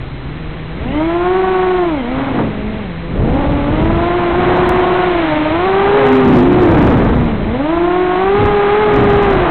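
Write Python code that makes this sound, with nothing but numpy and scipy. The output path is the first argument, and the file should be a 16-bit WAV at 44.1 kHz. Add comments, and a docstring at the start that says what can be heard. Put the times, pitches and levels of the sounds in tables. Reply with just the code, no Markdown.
"""The rising and falling whine of a small racing quadcopter low over a field, heard from on board. Four two-
blade propellers follow the throttle, beat against each other and split apart in a hard turn. Their wash hisses,
wind buffets the microphone, and the blades rasp briefly in their own wake. It all comes through a narrow-band
audio link that hums and crackles when it overloads; a single sharp tick sounds once."""
import sys
import numpy as np
from scipy import signal
from scipy.fft import rfft, irfft, next_fast_len
from scipy.io import wavfile
from scipy.ndimage import uniform_filter1d

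SR = 44100
rng = np.random.default_rng(int(sys.argv[2]) if len(sys.argv) > 2 else 0)


def wav_out(sig):
    """Save sig, one row per channel (or a flat mono array), as 16-bit PCM at SR to the path in sys.argv[1]."""
    wavfile.write(sys.argv[1], SR, np.round(np.clip(np.atleast_2d(sig).T, -1, 1) * 32767).astype(np.int16))


N = 418950
CRUISE_HZ = 360  # blade rate at cruising speed

# colour of the air churned by the blades: f/Hz, relative level/dB
CHURN_SPECTRUM = [(100, 1), (250, 2.5), (500, 1.5), (800, 3), (1150, -1), (1600, -6), (2400, -20),
                  (4500, -43.5)]
# colour of the brighter blade hiss: f/Hz, relative level/dB
HISS_SPECTRUM = [(400, -9), (1000, -1.5), (1600, -2), (2100, 0.5), (2600, -5), (3300, -8), (4000, -14),
                 (4800, -8)]


def from_db(db):
    """Decibels to gain."""
    return 10 ** (np.asarray(db) / 20)


def unit_rms(x):
    """Scale to an rms of 1."""
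    return x / np.sqrt(np.mean(x ** 2) + 1e-20)


def envelopes(rows):
    """Join breakpoints (t/s, values..) with straight lines, one envelope per value column."""
    times, *columns = np.transpose(rows)
    return [np.interp(np.arange(N) / SR, times, column) for column in columns]


def swells(rows):
    """Sum bell-shaped swells (t/s, half length/s, heights..), one envelope per height column."""
    t = np.arange(N) / SR
    return sum(np.outer(heights, np.exp(-((t - s) / half) ** 2)) for s, half, *heights in rows)


def swelling_db(rows, *bed_db):
    """Add swells (t/s, half length/s, levels/dB..) in power to bed levels, one dB envelope each."""
    gains = swells([(s, half, *from_db(db)) for s, half, *db in rows])
    return [20 * np.log10(np.hypot(gain, from_db(db))) for gain, db in zip(gains, bed_db)]


def drift(rate_hz):
    """Smooth random modulation of rms 1, drawn every 40 samples."""
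    pole = np.exp(-80 * np.pi * rate_hz / SR)
    white = rng.standard_normal(N // 40 + 2002)
    slow = signal.lfilter([1], [1, -2 * pole, pole * pole], white)[2000:]
    return np.interp(np.arange(N) / 40, np.arange(len(slow)), unit_rms(slow))


def coloured_noise(spectrum):
    """Noise of rms 1 shaped by a spectrum (f/Hz, relative level/dB), silent beyond its ends."""
    hz, db = np.transpose(spectrum)
    size = next_fast_len(N)
    log_hz = np.log(np.arange(size // 2 + 1) * SR / size + 1)
    gain = from_db(np.interp(log_hz, np.log(hz), db, left=-np.inf, right=-np.inf))
    return unit_rms(irfft(rfft(rng.standard_normal(size)) * gain, size)[:N])


def blade_phase(blade_hz, hunting, jitter):
    """One cycle per blade pass; the flight controller keeps trimming each motor, so its speed trembles."""
    trembling_hz = blade_hz * (1 + hunting * drift(5.95) + jitter * drift(48.9))
    return 2 * np.pi * (np.cumsum(trembling_hz) / SR + 2 * rng.random())


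def blade_levels(blade_hz, load_db):
    """Tone and overtone levels in dB: both grow with tip speed, the overtones also with blade load."""
    octaves = np.log2(blade_hz / CRUISE_HZ)
    return -14 + 11 * octaves, -21 + 12 * octaves + load_db


def propeller(phase, tone_db, overtone_db, tone_flutter_db, overtone_flutter_db):
    """A pressure pulse per blade pass makes a buzzing tone; uneven inflow shakes its partials."""
    # overtones, the half multiples from the unbalanced shaft: multiple of blade rate, relative level/dB
    partials = [(.5, -8), (1.5, -16), (2, 1), (2.5, -10), (3, -3), (3.5, -16), (4, -9.5), (4.5, -24),
                (5, -17), (5.5, -25), (6, -23.5)]
    tone = from_db(tone_db + tone_flutter_db * drift(25)) * np.sin(phase)
    inflow, overtones = drift(25), 0
    for multiple, db in partials:
        flutter_db = overtone_flutter_db * (inflow + drift(34))
        overtones += from_db(db + flutter_db) * np.sin(multiple * phase + 2 * np.pi * rng.random())
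    return np.sqrt(2) * (tone + from_db(overtone_db) * overtones)


def motor_whine(blade_hz, phase, flutter_db, roughness):
    """Magnets pull on the stator 14 and 21 times a turn; the frame rings with it."""
    # resonances of the frame: f/Hz, width/Hz, relative level/dB
    frame_modes = [(2150, 400, 0), (2900, 450, -5)]
    whine = 0
    for pulls in (14, 21):
        hz = pulls * blade_hz / 2  # two blade passes to a turn
        ring = sum(from_db(db) / np.hypot(1, 2 * (hz - f) / width) for f, width, db in frame_modes)
        whine += ring * np.sin(pulls * phase / 2 + roughness * drift(90))
    return from_db(flutter_db * drift(30)) * whine


def steering_propeller(blade_hz, phase, load_db):
    """The propeller that steers, with the whine of its hard-working motor."""
    # swells as the blades bite into the cross-flow: t/s, half length/s, tone/dB, overtones/dB
    bites = [(1.35, 0.11, -24, -37), (3.37, 0.18, -24, -23.5), (4.8, .4, -21.5, -24.5),
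             (6.02, 0.062, -17.5, -15.5), (6.14, 0.061, -7, -31), (6.36, 0.14, -3, -27),
             (6.68, 0.15, -10.5, -26), (7.95, .3, -19.5, -33)]
    # the motor sings out under strain: t/s, half length/s, level into the frame/dB
    strains = [(1.0, 0.12, -32.5), (2.03, .1, -34), (3.4, 0.095, -44), (3.78, .08, -35)]
    tone_db, overtone_db = blade_levels(blade_hz, load_db)
    tone_db, overtone_db = swelling_db(bites, tone_db - 14, overtone_db - 12.5)
    whine_db, = swelling_db(strains, -47.5)
    blades = propeller(phase, tone_db, overtone_db, tone_flutter_db=-0.4, overtone_flutter_db=0.4)
    return blades + from_db(whine_db) * motor_whine(blade_hz, phase, flutter_db=2.5, roughness=1.0)


def far_propellers(blade_hz, tone_db, overtone_db):
    """The two far propellers turn a little slower and add a faint, wavering chorus."""
    # each against the nearest propeller: speed ratio, level offset/dB
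    far_pair = [(0.91, -21.5), (.955, -22.5)]
    chorus = 0
    for ratio, db in far_pair:
        phase = blade_phase(blade_hz * ratio, hunting=.012, jitter=.0065)
        chorus += propeller(phase, tone_db + db, overtone_db + db + 1.5,
                            tone_flutter_db=4.0, overtone_flutter_db=3.5)
    return chorus


def wash(blade_hz, phase, chop_depth):
    """Air churns and hisses off the blades, chopped at the blade rate; the hiss grows with tip speed."""
    # turbulence along the flight, as the strength of the churn: t/s, relative level/dB
    turbulence = [(0, -31.5), (.9, -29), (1.6, -21.5), (1.95, -27.5), (2.35, -18), (2.6, -29),
                  (3.05, -28.5), (3.3, -22), (4.35, -14), (4.5, -6), (5.4, -18.5), (6.05, -4.5), (6.5, -15),
                  (6.8, -5.5), (7.1, -11), (7.4, -21.5), (7.9, -23.5), (8.45, -15), (9, -9), (9.5, -7)]
    # harder hiss as the craft levels out at speed: t/s, half length/s, relative level/dB
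    surges = [(5.27, .45, -25)]
    churn_db, = envelopes(turbulence)
    speed_db = 5.5 * np.log2(blade_hz / CRUISE_HZ)
    rough_air_db = .3 * (churn_db + 17.5)  # the hiss follows part of the turbulence's swing
    hiss_db, = swelling_db(surges, -27.5 + speed_db + rough_air_db)
    churn = from_db(churn_db - 6.5 - 0.5 * drift(33)) * coloured_noise(CHURN_SPECTRUM)
    hiss = from_db(hiss_db + 1.57 + 0.26 * drift(57)) * coloured_noise(HISS_SPECTRUM)
    return (churn + hiss) * unit_rms(1 + chop_depth * np.cos(phase))


def wind(flutter_db):
    """Eddies thump on the microphone and roar in the turns."""
    # colour of the low buffet: f/Hz, relative level/dB
    buffet_spectrum = [(12, -5), (25, 1.5), (50, 1), (100, -7.5), (160, -10.5), (300, -20.5), (600, -51)]
    # colour of the roar above it: f/Hz, relative level/dB
    roar_spectrum = [(50, -16), (110, -1.5), (180, -3.5), (300, -4), (500, -12), (1000, -24.5), (2000, -40)]
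    # gusts over the steady wind: t/s, half length/s, buffet/dB, roar/dB
    gusts = [(.5, 0.32, -30, -46), (.92, 0.14, -19.5, -24), (2.4, 0.1, -24, -13.5), (2.7, .2, -25, -27),
             (3.25, 0.12, -10, -13), (3.5, .15, -14, -17), (3.85, 0.19, -10.5, -13), (4.5, 0.37, -19, -19),
             (5.7, 0.73, -33, -27), (6.34, 0.081, -11.5, -3.5), (6.8, 0.33, -10, -3.5),
             (7.19, 0.15, -10, -25), (7.48, 0.14, -17, -22), (8.44, 0.087, -11, -12),
             (9.04, .14, -13.5, -8.5), (9.36, 0.14, -11, -14.5)]
    buffet_db, roar_db = swelling_db(gusts, -25.5, -32.5)
    buffet = from_db(buffet_db) * coloured_noise(buffet_spectrum)
    roar = from_db(roar_db) * coloured_noise(roar_spectrum)
    return from_db(flutter_db * drift(27)) * (buffet + roar)


def link_static(level_db):
    return from_db(level_db) * coloured_noise([(100, 1), (1000, 2.5), (3000, 3), (4800, 1)])


def electronics_hum():
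    """The electronics hum and whistle faintly at fixed pitches."""
    # steady tones: f/Hz, rms level/dB
    tones = [(250, -45), (350, -45.5), (3930, -58.5), (4070, -58.5)]
    t = np.arange(N) / SR
    return sum(np.sqrt(2) * from_db(db) * np.sin(2 * np.pi * hz * t) for hz, db in tones)


def blade_slap(phase, sharpness):
    """Sinking into their own wake, the blades chop it into a rasp."""
    # brushes with the wake: t/s, half length/s, level/dB
    rasps = [(2.198, 0.043, -18), (2.282, 0.022, -21), (2.401, 0.036, -15.5)]
    swell, = swells([(s, half, from_db(db)) for s, half, db in rasps])
    slaps = unit_rms(np.exp(sharpness * np.cos(phase)))
    wake = coloured_noise(CHURN_SPECTRUM) + from_db(-29) * coloured_noise(HISS_SPECTRUM)
    return swell * slaps * wake


def scene():
    """Four propellers and the moving air, at a fixed distance from the microphone, over link static."""
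    # throttle, as the blade rate of the nearest propeller: t/s, f/Hz
    throttle = [(0.0, 134.7), (0.21, 125.7), (0.37, 155.8), (0.55, 157.4), (0.74, 161), (0.87, 250.7),
                (0.95, 294.8), (1.06, 328.7), (1.38, 377.4), (1.77, 364.6), (1.88, 340.5), (2.04, 232),
                (2.14, 261.8), (2.27, 274.6), (2.43, 219.1), (2.56, 209), (2.78, 218.7), (2.93, 163.5),
                (3.12, 171.6), (3.28, 248), (3.36, 285.3), (3.39, 291.3), (3.65, 282.2), (3.81, 320.0),
                (4.15, 355), (4.31, 344), (4.39, 359.4), (4.97, 366.2), (5.11, 358.5), (5.32, 303.2),
                (5.5, 307.9), (5.66, 379.1), (6.0, 413.7), (6.3, 389.5), (6.4, 347.8), (6.61, 365.2),
                (6.98, 233.4), (7.04, 222), (7.2, 245.3), (7.43, 199.5), (7.49, 215.4), (7.65, 299.6),
                (7.73, 335.7), (7.99, 363.7), (8.15, 363.6), (8.41, 416), (8.68, 404.4), (8.81, 425.7),
                (8.99, 408.3), (9.21, 406.7), (9.31, 393.1), (9.5, 330)]
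    # blade load, shifting as the craft dives, climbs and turns: t/s, tone boost/dB, overtone boost/dB
    blade_load = [(0, 0, -5), (.7, -3.5, -5), (.88, -5.5, -2.5), (1.02, 1, -.5), (1.85, 1.5, -0.5),
                  (2.5, -3, -3.5), (3.3, 0, -1.5), (4.1, -1, 0.5), (4.3, -2.5, -1.5), (4.6, 2, -0.5),
                  (5.4, -1, 1.5), (6.05, 3, -1.5), (6.45, 8, -1), (6.9, 5.5, -3), (7.45, 1.5, 0.5),
                  (7.75, 1.5, 0.5), (8.15, 0, 0), (8.45, 1, -1), (9.1, 3, -1), (9.5, -0.5, -1.5)]
    # the steering propeller speeds up or slows: t/s, half length/s, change of speed ratio
    manoeuvres = [(.2, 0.63, 0.21), (1.95, .07, .12), (2.09, .09, 0.34), (2.6, 0.36, 0.33),
                  (6.01, .14, -.195), (6.28, .25, -.28), (8.13, .22, -.07), (9.1, .5, -0.021)]
    blade_hz, = envelopes(throttle)
    tone_load_db, overtone_load_db = envelopes(blade_load)
    steering_hz = blade_hz * (.93 + swells(manoeuvres)[0])
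    tone_db, overtone_db = blade_levels(blade_hz, overtone_load_db)
    near_phase = blade_phase(blade_hz, hunting=.0012, jitter=.0033)
    steering_phase = blade_phase(steering_hz, hunting=.002, jitter=.004)
    # the nearest propeller's overtones throb each time the tips of the two fall into step
    throb_db = 3.5 * np.cos(near_phase - steering_phase)
    props = propeller(near_phase, tone_db + tone_load_db, overtone_db + throb_db,
                      tone_flutter_db=1.66, overtone_flutter_db=1.37)
    props += steering_propeller(steering_hz, steering_phase, overtone_load_db)
    props += far_propellers(blade_hz, tone_db, overtone_db)
    air = wash(blade_hz, near_phase, chop_depth=0.24)
    air += blade_slap(near_phase, sharpness=0.94) + wind(flutter_db=0.8)
    return (props + air + link_static(level_db=-43))[None]


def record(dry, headroom=0.59, bias=-.04, rail=0.66, gust_hz=200, coupling_hz=42, link_edge_hz=3980):
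    """The microphone stage rounds the peaks, the link cuts the treble, and loud swings hit its rail."""
    # a single sharp tick: t/s, level before the last filters/dB
    ticks = [(4.6931, -7)]
    rounded = headroom * np.tanh((dry + electronics_hum()) / headroom)
    # flattened waves sag and overshoot in the coupling capacitor, slow ones most
    coupled = signal.sosfilt(signal.butter(1, coupling_hz, "high", fs=SR, output="sos"), rounded)
    narrow = signal.sosfilt(signal.cheby1(N=12, rp=.1, Wn=link_edge_hz, fs=SR, output="sos"), coupled)
    # gusts use up part of the room left before the rail
    rumble = signal.sosfilt(signal.butter(2, gust_hz, fs=SR, output="sos"), rounded)
    gust_level = uniform_filter1d(uniform_filter1d(np.abs(rumble), size=2205), size=2205)
    room = rail - 0.079 * gust_level
    # the link sits off centre, so downward swings crackle first
    clipped = np.clip(narrow + bias, -room, room) - bias / 2
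    for s, db in ticks:
        clipped[:, round(s * SR)] += from_db(db)
    # a gentle roll-off softens the crackle, then a steep one removes the very top
    softened = signal.sosfilt(signal.butter(2, 11500, fs=SR, output="sos"), clipped)
    return signal.sosfilt(signal.cheby1(N=12, rp=.1, Wn=15850, fs=SR, output="sos"), softened)


dry = scene()
out = record(dry)
wav_out(out)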